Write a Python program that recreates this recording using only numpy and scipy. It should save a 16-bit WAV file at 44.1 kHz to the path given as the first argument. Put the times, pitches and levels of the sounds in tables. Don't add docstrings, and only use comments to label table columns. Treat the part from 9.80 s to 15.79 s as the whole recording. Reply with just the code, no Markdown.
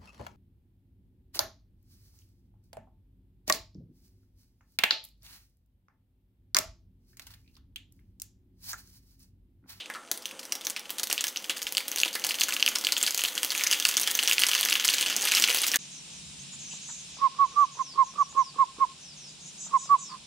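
import sys
import numpy as np
from scipy import signal
from scipy.fft import rfft, irfft
from scipy.io import wavfile
from scipy.ndimage import uniform_filter1d

SR = 44100
rng = np.random.default_rng(int(sys.argv[2]) if len(sys.argv) > 2 else 0)


def log_audio(samples):
    frames = np.atleast_2d(samples).T
    limited = np.clip(frames, -1, 1)
    pcm = np.round(limited * 32767).astype(np.int16)
    wavfile.write(sys.argv[1], SR, pcm)


def voltage_ratio(decibels):
    exponent = np.asarray(decibels, float) / 20
    return 10 ** exponent


N = 264051


def band(x, hz, width):
    return signal.lfilter(*signal.iirpeak(min(hz, .45 * SR), hz / width, fs=SR), x)


def treble(x, edge=signal.butter(2, 8000, "high", fs=SR)):
    return signal.lfilter(*edge, x)


def peak(x):
    return x / np.abs(x).max()


def coloured(spectrum):
    hz, db = np.transpose(spectrum)
    gain = voltage_ratio(np.interp(np.log(np.fft.rfftfreq(N, 1 / SR) + 1), np.log(hz), db))
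    x = irfft(rfft(rng.standard_normal(N)) * gain, N)
    return x / x.std()


def walk(rate):
    k = int(SR / rate)
    return uniform_filter1d(np.repeat(rng.standard_normal(N // k + 1), k), k)[:N]


# f/Hz, level/dB (per Hz)
FLAME_COLOUR = [(30, -21), (140, -18), (200, -5), (290, -1), (420, -5.5), (700, -6), (1400, -6.5),
                (3800, -24), (9000, -12), (16000, -41)]
# f/Hz, width/Hz, level/dB
ROOM_HUM = [(516, 95, -60), (835, 24, -59)]


def flame():
    hum = 0
    for hz, width, db in ROOM_HUM:
        swell = voltage_ratio(db + 21.0 + 2.1 * walk(2.4))
        hum = hum + swell * band(band(rng.standard_normal(N), hz, width), hz, width)
    roar = coloured(FLAME_COLOUR) * voltage_ratio(-54.5 + 2.1 * walk(12) + 0.58 * walk(2.85))
    rise_db = 6 * np.arange(N) / N
    return (hum + roar) * voltage_ratio(rise_db)


# f/Hz, width/Hz, level/dB
BOWL_WAVES = [(1580, 1100, -1.5), (2950, 650, 5), (4670, 720, 1), (6400, 345, 2), (7800, 1350, -7.5),
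              (9550, 2600, -13.5)]


def bowl(x, place):
    out = 0
    for k, (hz, width, db) in enumerate(BOWL_WAVES):
        shifted_hz = hz * (1 + 0.042 * np.tanh(place[-1 - k]))
        gain = voltage_ratio(db + 7.3 * np.tanh(place[k]))
        out = out + (-1) ** k * gain * band(x, shifted_hz, width)
    return out


# t/s, level/dB, direct treble level/dB
CRACKLE_COURSE = [
    (0, -57.5, -19),
    (1.6, -48, -2),
    (3.3, -39, -3),
    (3.52, -40, 0),
    (3.8, -35.5, -2),
    (4.6, -34, -7),
    (5.3, -33, -18),
    (5.99, -33, -11),
]


def crackle(per_s, spread_db, count):
    s, *columns = np.transpose(CRACKLE_COURSE)
    db, treble_db = (np.interp(np.arange(N) / SR, s, c) for c in columns)
    out = 0
    for place in 6.6 * rng.standard_normal((count, 2 * len(BOWL_WAVES))):
        chance = rng.random((N, 2))
        size_db = spread_db * np.minimum(-np.log(1 - chance[:, 1]), 3.1)
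        size = voltage_ratio(size_db + 3.5 * np.tanh(walk(16)))
        pops = (chance[:, 0] < per_s / SR) * size * rng.choice([-1., 1.], N)
        out = out + bowl(pops, place) + voltage_ratio(treble_db) * treble(pops)
    loudness = uniform_filter1d(out ** 2, SR) ** .5
    return out / loudness * voltage_ratio(db)


def burst(hz, crack_db, spatter_db, chance):
    blow, snap, drops, mist = chance
    t = np.arange(len(blow)) / SR
    collapse = np.exp(-(t * np.sqrt(hz * 3000) / 3.9) ** 1.8)
    ring = (1 - np.exp(-t / .0001)) * collapse * np.sin(2 * np.pi * hz * t + blow[-1])
    ring = peak(band(band(ring, hz, 1.8 * hz), hz, 2.2 * hz))
    knock = bowl(blow * np.exp(-t / 0.00006), mist)
    knock = band(band(knock, np.sqrt(hz * 5500), 7600), np.sqrt(hz * 6000), 11700)
    knock = signal.lfilter(*signal.butter(3, 0.76 * min(hz, 3000), "high", fs=SR), knock)
    fall_s = 0.0067 * voltage_ratio(0.079 * (spatter_db + 1.0)) / np.sqrt(hz / 3000)
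    uneven = voltage_ratio(4.03 * uniform_filter1d(blow, size=30) * np.sqrt(30))
    landed = drops * (1 - np.exp(-t / 0.0048)) * np.exp(-t / fall_s) * uneven
    spatter = voltage_ratio(9.5) * band(landed, hz, 1.44 * hz) + voltage_ratio(-26.0) * bowl(landed, mist)
    spike = peak(band(np.exp(-t * SR), 8000, 12400))
    snap_hz = 11000 * voltage_ratio(2 * np.tanh(snap[-1]))
    rough = peak(band(treble(snap * np.exp(-t / 0.00036)), snap_hz, 14600))
    hiss = voltage_ratio(-27.5) * treble(mist) * np.exp(-t / 0.04)
    crack = peak(0.9 * spike + rough) + hiss
    body = peak(ring + voltage_ratio(1.0) * peak(knock))
    return body + voltage_ratio(crack_db + 6.0) * crack + voltage_ratio(spatter_db + 2.5) * spatter


# t/s, level/dB, ring f/Hz, crack level/dB, spatter level/dB
ODD_BURSTS = [(0.0009, -33, 3740, -36, -11), (0.059, -28, 2680, -26, -17), (0.1008, -21.5, 1730, -12, -18),
              (0.1498, -24, 1300, -19, -13), (2.598, -17.5, 6140, -12, -8), (2.6849, -20.5, 1510, 1, -6),
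              (2.9542, -18, 3100, -4, -5.5), (4.8583, -14.5, 1950, 0, -16), (5.4205, -11.5, 6400, -17, -9),
              (5.4536, -14, 3160, 1, -9), (5.747, -15, 3320, 7, -6.5), (5.788, -13.5, 5300, -7, -17),
              (5.8344, -11.5, 3220, -10, -9), (5.937, -13, 2530, -18, -36), (5.9427, -11, 1820, -2, -13)]
# t/s, level/dB, ring f/Hz, crack level/dB, spatter level/dB
BIG_BURSTS = [(0.4562, -18.5, 3040, -21, -24), (0.9637, -14.2, 2540, -15, -15.5),
              (1.1049, -23, 3100, 7, -11.5), (1.3791, -9, 2870, -23, -24), (1.4411, -11, 3120, -1, -14.5),
              (1.6964, -11.5, 3000, -13, -13.5), (1.8683, -12.5, 3080, -24, -14),
              (1.9502, -15, 2950, -14, -33), (1.9807, -9, 2920, -7, -38), (2.2337, -2.5, 2710, -21, -37),
              (2.4481, -12, 2950, -3, -15), (2.6164, -5, 3040, -22, -22.5), (2.8266, 0.5, 2930, -22, -35),
              (2.863, -4.5, 3020, -9.5, -35), (2.8775, -3, 2680, -20, -22), (3.0695, -5, 3100, -11, -41),
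              (3.1666, -8, 3200, -24, -18), (3.4381, -11, 3100, -1, -13), (3.4507, -8, 3070, -18, -18),
              (3.6318, -9.5, 3130, -1.5, -16.5), (3.9132, -8, 3100, -8, -17),
              (3.9269, -4.5, 3040, -14, -15.5), (4.0524, 1, 2760, -30, -24), (4.3905, -6, 2800, -15, -35),
              (4.5127, -3, 2780, -11, -36), (4.582, -3, 2720, -26, -26), (4.6359, 0, 2950, -12, -21.5),
              (4.9273, -2.5, 2800, -17, -37), (5.0883, -2.5, 2900, -22, -19.5),
              (5.6399, -1.5, 3000, -16, -17)]
# t/s, level/dB, ring f/Hz, crack level/dB, spatter level/dB
SMALL_BURSTS = [(0.315, -11.5, 6030, -2, -15), (0.5947, -24.5, 5600, -8, -12),
                (0.6532, -26.5, 5930, -1, -17), (0.7222, -9, 6070, -32, -22),
                (0.7533, -18.5, 5700, -7, -14.5), (0.853, -20, 5930, -21, -16),
                (0.8692, -12, 6100, -3, -37), (1.197, -13.5, 6400, -16, -13.5),
                (1.2329, -12.5, 6430, -5, -10.5), (1.3002, -16, 5870, -13, -10),
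                (1.328, -6.5, 6200, -5, -23), (1.4086, -9, 6100, -24, -17), (1.4814, -16, 6300, -2.5, -11),
                (1.5724, -11, 5900, -29, -34), (1.707, -21, 6400, -4, -10), (2.1166, -14.5, 6400, -3, -30),
                (2.1606, -10.5, 6400, -7, -29), (2.2017, -9.5, 6180, -17, -19),
                (2.4675, -13.5, 6540, -3, -15), (2.636, -3.5, 6270, -18, -18.5),
                (2.888, -9.5, 6760, -8, -16), (2.9576, -9.5, 5430, -11, -28),
                (3.2281, -4, 7300, -25, -14.5), (3.6475, -14, 6260, -0.5, -12),
                (3.8369, -6, 6500, -19, -16), (3.871, -5.0, 6400, -20, -18), (4.0, -10.5, 6350, -7, -34),
                (4.169, -3, 6300, -24, -17.5), (4.4757, -3, 5760, -24, -23),
                (4.667, -6.5, 5740, -24, -14.5), (5.08, -4, 6330, -18, -22)]
# t/s, level/dB, crack level/dB, spatter level/dB
MIDDLE_BURSTS = [(0.6301, -29.5, -11, -7), (1.1835, -22.5, 1, -5), (1.9704, -5, -19, -18),
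                 (2.1847, -13, -7, -12.5), (2.3532, -22, 6, -20), (2.4401, -11.5, -22, -12),
                 (2.4947, -19.5, -16, -7.5), (2.5185, -18, -6, -40), (2.6101, -7, -9, -16),
                 (3.0483, -8.5, -15, -18), (3.1222, -5, -11, -16.5), (3.2647, -9, -22, -15),
                 (3.4588, -18, -4, -40), (3.478, -23, -6, -3), (3.7047, -11.5, -21, -15),
                 (3.7115, -19, -18, -18), (3.9332, -6, -18, -23), (4.6868, -12.5, 0, -8),
                 (4.7667, -16, -16, -23), (4.7977, -16, -2, -30), (4.8106, -11.5, 2.5, -40),
                 (5.0465, -13.5, -13, -3), (5.1011, -10.5, -15, -12), (5.1062, -21, -12, -29),
                 (5.4403, -15.5, -9, -10), (5.4817, -15.5, -17, -5.5), (5.5144, -13, -6, -25),
                 (5.5269, -26, -12, -40), (5.7726, -14.5, 3.5, -40), (5.8382, -21, -20, -6)]
# t/s, level/dB, crack level/dB, spatter level/dB
TINY_BURSTS = [(0.3754, -23, -7, -13), (0.472, -31, -21, -40), (0.8995, -17, -8, -9),
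               (1.9239, -17, -2.5, -16), (2.0816, -13.5, -4.5, -13.5), (4.2138, -12, -7, -11),
               (4.308, -13, -27, -17), (4.435, -12, -3, -40), (4.5934, -11, -13, -14),
               (4.5976, -14.5, -12, -4), (5.2109, -10, -7, -13), (5.6959, -7.5, -12, -13),
               (5.8177, -9, -13, -15), (5.873, -20, -8, -2), (5.9433, -12, -11, -40)]
# t/s, level/dB, ring f/Hz
LESSER_SEED_POPS = [(0.1389, -28.5, 3150), (0.5113, -26, 2730), (1.0948, -23, 2900), (1.3126, -13.5, 2840),
                    (1.5606, -16, 2900), (1.6432, -21, 3100), (1.7675, -23, 2860), (1.8184, -23, 3014),
                    (2.005, -19, 2400), (2.1735, -14.5, 2900), (2.2497, -13, 3080), (2.6846, -18.5, 2670),
                    (2.724, -13, 2650), (2.7655, -12.5, 2770), (2.8035, -18, 4800), (3.2382, -11, 3230),
                    (3.2754, -10, 3040), (3.3923, -11, 2900), (3.5783, -12.5, 3220), (3.7506, -13, 2440),
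                    (4.2749, -7.5, 3210), (4.3521, -17, 3330), (4.4811, -8.5, 2960), (4.5232, -7.5, 2950),
                    (4.7507, -5.5, 2920), (4.8305, -8, 3080), (4.9543, -6.5, 2800), (4.9982, -9, 3000),
                    (5.2268, -9.5, 3000), (5.5192, -4, 2780),
                    (0.4802, -31, 3122), (0.811, -25.5, 3337), (1.7923, -24.5, 2900), (2.1242, -21, 2960),
                   (2.2578, -15, 3130), (2.28, -15.5, 3480), (2.543, -15.5, 3100), (2.7071, -18, 3100),
                   (2.798, -16, 2980), (3.0885, -17, 2500), (3.1748, -16, 3380), (3.418, -16, 3000),
                   (3.7195, -13, 3140), (3.81, -13, 2270), (4.1779, -12, 3509), (4.394, -11.5, 3120),
                   (4.4284, -11, 2960), (4.715, -10, 2950), (4.7339, -9.5, 2900), (4.887, -12, 2860),
                   (5.2616, -13, 2860), (5.283, -16, 3120), (5.3, -10.5, 2960), (5.317, -19, 2840),
                   (5.538, -10, 2500), (5.5707, -5.5, 2920), (5.584, -8.5, 2970), (5.686, -10, 2340),
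                   (5.702, -6.5, 2970), (5.71, -10, 3100),
                    (0.341, -30, 5900), (0.4226, -30, 5470), (0.9947, -23.5, 5700), (1.2718, -18.5, 6400),
                  (1.469, -15, 6400), (1.829, -17, 6600), (2.2149, -12.5, 6350), (2.69, -15, 6760),
                  (2.7394, -14.5, 6400), (2.7453, -22, 6550), (2.9856, -15, 6200), (3.18, -12, 6660),
                  (3.308, -12.5, 6560), (3.3465, -10.5, 6740), (3.3769, -10.5, 6440), (3.553, -17, 6640),
                  (3.778, -11.5, 6700), (4.089, -6.5, 6400), (4.1757, -14, 6000), (4.233, -13.3, 5555),
                  (4.4966, -13, 9000), (4.899, -11.5, 6960), (5.052, -10, 6370), (5.1414, -10.5, 6340),
                  (5.3647, -8, 6600), (5.5499, -5.5, 5700), (5.623, -6, 5670), (5.882, -14, 5470),
                  (5.917, -11.5, 5400), (5.9588, -4.5, 6400),
                    (0.8692, -18, 3260), (0.491, -32, 2950), (0.6136, -38, 4130), (1.4089, -16, 3000),
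                  (1.056, -29, 2860), (1.344, -28, 2840), (2.1436, -29, 3000), (1.7644, -29, 3170),
                  (2.4192, -24, 2780), (2.5085, -11.5, 2920), (2.587, -18.5, 3120), (2.8025, -22, 3100),
                  (2.9174, -25, 1520), (3.137, -22, 3100), (3.3812, -22, 2530), (3.2139, -14, 3210),
                  (3.571, -24, 1590), (4.0, -16.5, 2960), (3.663, -28, 3060), (3.7261, -26, 3120),
                  (3.7954, -17, 2740), (3.82, -21, 2410), (3.8669, -12.5, 2270), (3.9452, -15, 2630),
                  (4.0245, -17, 3350), (4.1408, -14.5, 3380), (4.264, -22, 3120), (4.458, -16, 3300),
                  (4.496, -11.4, 2970), (4.4988, -15, 3430), (4.6198, -8.5, 3060), (4.779, -14, 3420),
                  (4.783, -16, 3200), (4.7897, -13.5, 2980), (4.873, -20, 3000), (4.9231, -10.2, 2920),
                  (4.969, -15, 3320), (5.01, -19, 3250), (5.1834, -9, 3160), (5.2668, -12.5, 3150),
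                  (5.327, -15, 3050), (5.3847, -22, 2970), (5.4764, -11.5, 2760), (5.5776, -11, 2800),
                  (5.6759, -11.5, 2800), (5.7603, -16, 3100), (5.785, -14, 3190), (5.8064, -19, 4000),
                  (5.948, -15, 3500),
                    (0.8495, -22, 6400), (1.7716, -20.5, 4780), (1.781, -26, 6400), (1.8184, -22, 4800),
                   (1.8225, -24, 6650), (1.8906, -25.5, 6400), (4.3746, -20, 9400), (2.33, -21.5, 6520),
                   (2.34, -21, 4750), (2.345, -25, 4740), (2.3553, -15, 4700), (2.397, -23.5, 6500),
                   (2.4911, -12.5, 4660), (2.554, -18, 6350), (2.633, -14, 6460), (2.736, -18, 4700),
                   (3.012, -18.5, 5070), (4.226, -17, 5500), (3.0398, -19, 4830), (3.205, -20, 4670),
                   (3.2104, -24, 6500), (3.2797, -13, 4900), (3.324, -21.2, 4590), (3.4087, -18, 6610),
                   (3.7627, -19, 6720), (3.8484, -26, 6500), (3.913, -9, 6320), (4.069, -16, 8200),
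                   (4.0845, -16, 6800), (4.113, -14.5, 6600), (4.1983, -10.5, 6700), (4.3133, -10.5, 7900),
                   (4.3521, -9, 6400), (4.449, -20, 6220), (4.5316, -8, 6500), (4.6163, -14, 9300),
                   (4.7417, -17, 6550), (4.8511, -8, 6700), (4.9393, -16, 6600), (5.074, -14, 4930),
                   (5.0985, -12.5, 9200), (5.1311, -17.2, 6550), (5.1379, -8.5, 4160), (5.1686, -17, 7950),
                   (5.368, -24, 9560), (5.411, -15, 6700), (5.599, -10, 7400), (5.631, -19, 4930),
                   (5.8673, -11, 7150), (5.885, -15, 6550),
                    (0.4566, -18, 6100), (0.5925, -28, 3000), (0.7234, -15, 5600), (3.5795, -20, 4400),
             (4.0515, -10, 6300), (4.1694, -13, 3000), (4.302, -18, 3000), (4.594, -13, 3000),
             (4.9084, -13, 3900), (5.0414, -14, 3000), (5.2107, -13, 3000), (5.473, -13, 3000),
             (5.5608, -10, 3000), (5.6135, -17, 5000)]


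def seeds():
    length = SR // 16
    out = np.zeros(N + length)
    events = []
    for rows, hz in [(MIDDLE_BURSTS, 4500), (TINY_BURSTS, 9460)]:
        events += [(s, db, hz, crack_db, spatter_db, 0.041) for s, db, crack_db, spatter_db in rows]
    events += [(*row, 0) for row in [*BIG_BURSTS, *SMALL_BURSTS, *ODD_BURSTS]]
    pops = LESSER_SEED_POPS
    events += [(s, db, hz, -14.5 + hz / 702, -15, 0) for s, db, hz in pops]
    for s, db, hz, crack_db, spatter_db, scatter in events:
        chance = rng.standard_normal((4, length))
        ring_hz = hz * (1 + scatter * np.tanh(chance[0, -2]))
        at = int(s * SR) - 7
        out[at:at + length] += voltage_ratio(db) * burst(ring_hz, crack_db, spatter_db, chance)
    return out[:N]


def thump(pan):
    return voltage_ratio(-14) * band(band(np.abs(treble(pan)), 720, 1450), 720, 1450)


# t/s, level/dB, f/Hz, time to fall 60 dB/s
FRYING_SPOTS = [(0.0, -36.5, 3140, 0.2), (0.102, -39, 1760, 0.12), (0.152, -36.5, 1350, 0.14),
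                (0.457, -47, 3200, .15), (0.722, -44, 3460, 0.07), (0.965, -36, 2770, 0.16),
                (1.382, -30.5, 3120, 0.18), (1.697, -26.5, 2930, 0.1), (2.354, -32.5, 1780, 0.097),
                (3.849, -37, 1850, 0.17), (5.69, -40.5, 540, 0.19), (5.939, -24, 1800, 0.1)]


def frying():
    t = np.arange(SR // 4) / SR
    out = np.zeros(N + len(t))
    fizzes = rng.standard_normal((len(FRYING_SPOTS), len(t)))
    for (s, db, hz, t60), fizz in zip(FRYING_SPOTS, fizzes):
        tone = band(band(fizz, hz, 0.41 * hz), hz, 0.67 * hz)
        shape = voltage_ratio(db - 60 * t / t60) * (1 - np.exp(-t / 0.0019))
        at = int(s * SR)
        out[at:at + len(t)] += shape * tone / tone.std()
    return out[:N]


# f/Hz, level/dB, time to fall 60 dB/s
STEEL_NOTES = [(829, 0, .3), (1447, 1, .3), (1680, -5, .25), (1845, -3, .15), (1943, -4, .2),
               (2082, -5, .2), (2245, -8, .15), (3342, -9, .1)]


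def steel(x):
    return sum(voltage_ratio(db) * band(x, hz, np.log(1000) / np.pi / t60) for hz, db, t60 in STEEL_NOTES)


# f/Hz, time to fall 60 dB/s
KITCHEN_ECHO = [(500, 0.38), (2000, 0.31), (6000, 0.014), (14000, 0.095)]


def kitchen(x):
    t = np.arange(SR // 2) / SR
    fall = np.log(1000) * t
    echo = 0
    for hz, t60 in KITCHEN_ECHO:
        echo = echo + band(rng.standard_normal(len(t)), hz, 1.56 * hz) * np.exp(-fall / t60)
    echo = echo * (1 - np.exp(-t / 0.002))
    return signal.fftconvolve(x, echo / np.sqrt(np.sum(echo ** 2)))[:N]


# t/s, peak level/dB
SEED_DROPS = [(0.099, -32), (0.313, -37), (0.722, -34), (0.752, -36), (0.87, -35.5), (1.199, -35),
              (1.299, -30), (1.695, -30.5), (2.259, -30), (2.352, -31), (2.446, -30), (3.038, -30.5),
              (4.43, -32), (5.434, -28)]


def stove_top():
    t = np.arange(SR // 10) / SR
    out = np.zeros(N + len(t))
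    taps = rng.standard_normal((len(SEED_DROPS), len(t)))
    for (s, db), tap in zip(SEED_DROPS, taps):
        tick = band(band(tap * np.exp(-t / 0.0072), 1020, 1500), 490, 1300)
        at = int(s * SR)
        out[at:at + len(t)] += voltage_ratio(db) * peak(tick)
    return out[:N]


# t/s, length/s, f/Hz, level/dB
WINDOW_TONES = [
    (0.203, 0.25, 680, -58.5),
    (0.44, 0.21, 534, -57.5),
]


def far_tones():
    t = np.arange(N) / SR
    waver = walk(30)
    out = 0
    for s, length, hz, db in WINDOW_TONES:
        swell = np.sin(np.pi * np.clip((t - s) / length, 0, 1)) ** .5
        tone = np.sin(2 * np.pi * hz * (t - s) * (1 - 0.039 * (t - s)))
        out = out + voltage_ratio(db + 2.8 * waver) * swell * tone
    return out


# t/s, peak level/dB
PHONE_BUMPS = [
    (0.861, -63),
    (1.847, -57),
    (3.147, -62),
    (4.567, -59),
    (4.897, -67),
    (5.175, -61),
    (5.278, -65),
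]


def bumps():
    push = np.zeros(N)
    s, db = np.transpose(PHONE_BUMPS)
    push[(s * SR).astype(int)] = voltage_ratio(db)
    t = np.arange(SR // 8) / SR
    return signal.fftconvolve(push, voltage_ratio(1.0) * np.sin(2 * np.pi * 45 * t) * np.exp(-t / .016))[:N]


def scene():
    pan = seeds() + crackle(per_s=260., spread_db=4.5, count=7)
    no_bass = signal.butter(3, 1000, "high", fs=SR, output="sos")
    pan = thump(pan) + signal.sosfilt(no_bass, 0.97 * np.tanh(pan / 1.13))
    pan = pan + stove_top() + frying()
    echo = voltage_ratio(-9.5) * kitchen(pan - 0.71 * band(pan, 2680, 710))
    mono = pan + steel(pan) + echo + flame() + bumps() + far_tones()
    return np.array([mono, mono])


# start t/s, end t/s
BUSY_MOMENTS = [(2.56, 2.65), (3.245, 3.3), (3.44, 3.51), (3.91, 3.97), (4.08, 4.13), (4.41, 4.55),
                (4.65, 4.8), (4.93, 5.3), (5.38, 5.5), (5.52, 5.78), (5.82, 5.94)]


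def starve(x, share, fill_db):
    hz, s, z = signal.stft(x, SR, nperseg=1024)
    row, col = (hz / 1050).astype(int), (s / .058).astype(int)
    busy = np.any([(s > start) & (s < end) for start, end in BUSY_MOMENTS], axis=0)
    bright = ((hz > 8300) & (hz < 15800))[:, None]
    chosen = rng.random((row.max() + 1, col.max() + 1)) < share
    patch = chosen[row][:, col] & busy & bright
    power = uniform_filter1d(np.abs(z) ** 2, size=30, axis=1)
    level = np.sqrt(uniform_filter1d(power, size=3, axis=2) / 2)
    noise = rng.standard_normal(z.shape) + 1j * rng.standard_normal(z.shape)
    mixed = np.where(patch, voltage_ratio(fill_db) * level * noise, z)
    return signal.istft(mixed, SR, nperseg=1024)[1][:, :N]


def top_cut(x):
    return signal.sosfilt(signal.butter(12, 16970, fs=SR, output="sos"), x)


def record(dry):
    hz = np.fft.rfftfreq(N, 1 / SR)
    top_db = np.interp(hz, [15750, 15900, 16500, 17000], [0, -20, -22, -50])
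    x = irfft(rfft(dry) * voltage_ratio(top_db), N)
    x = starve(x, share=.36, fill_db=3.5)
    x = x * np.clip((5.972 - np.arange(N) / SR) / 0.0019, .02, 1)
    return top_cut(x)


dry = scene()
out = record(dry)
log_audio(out)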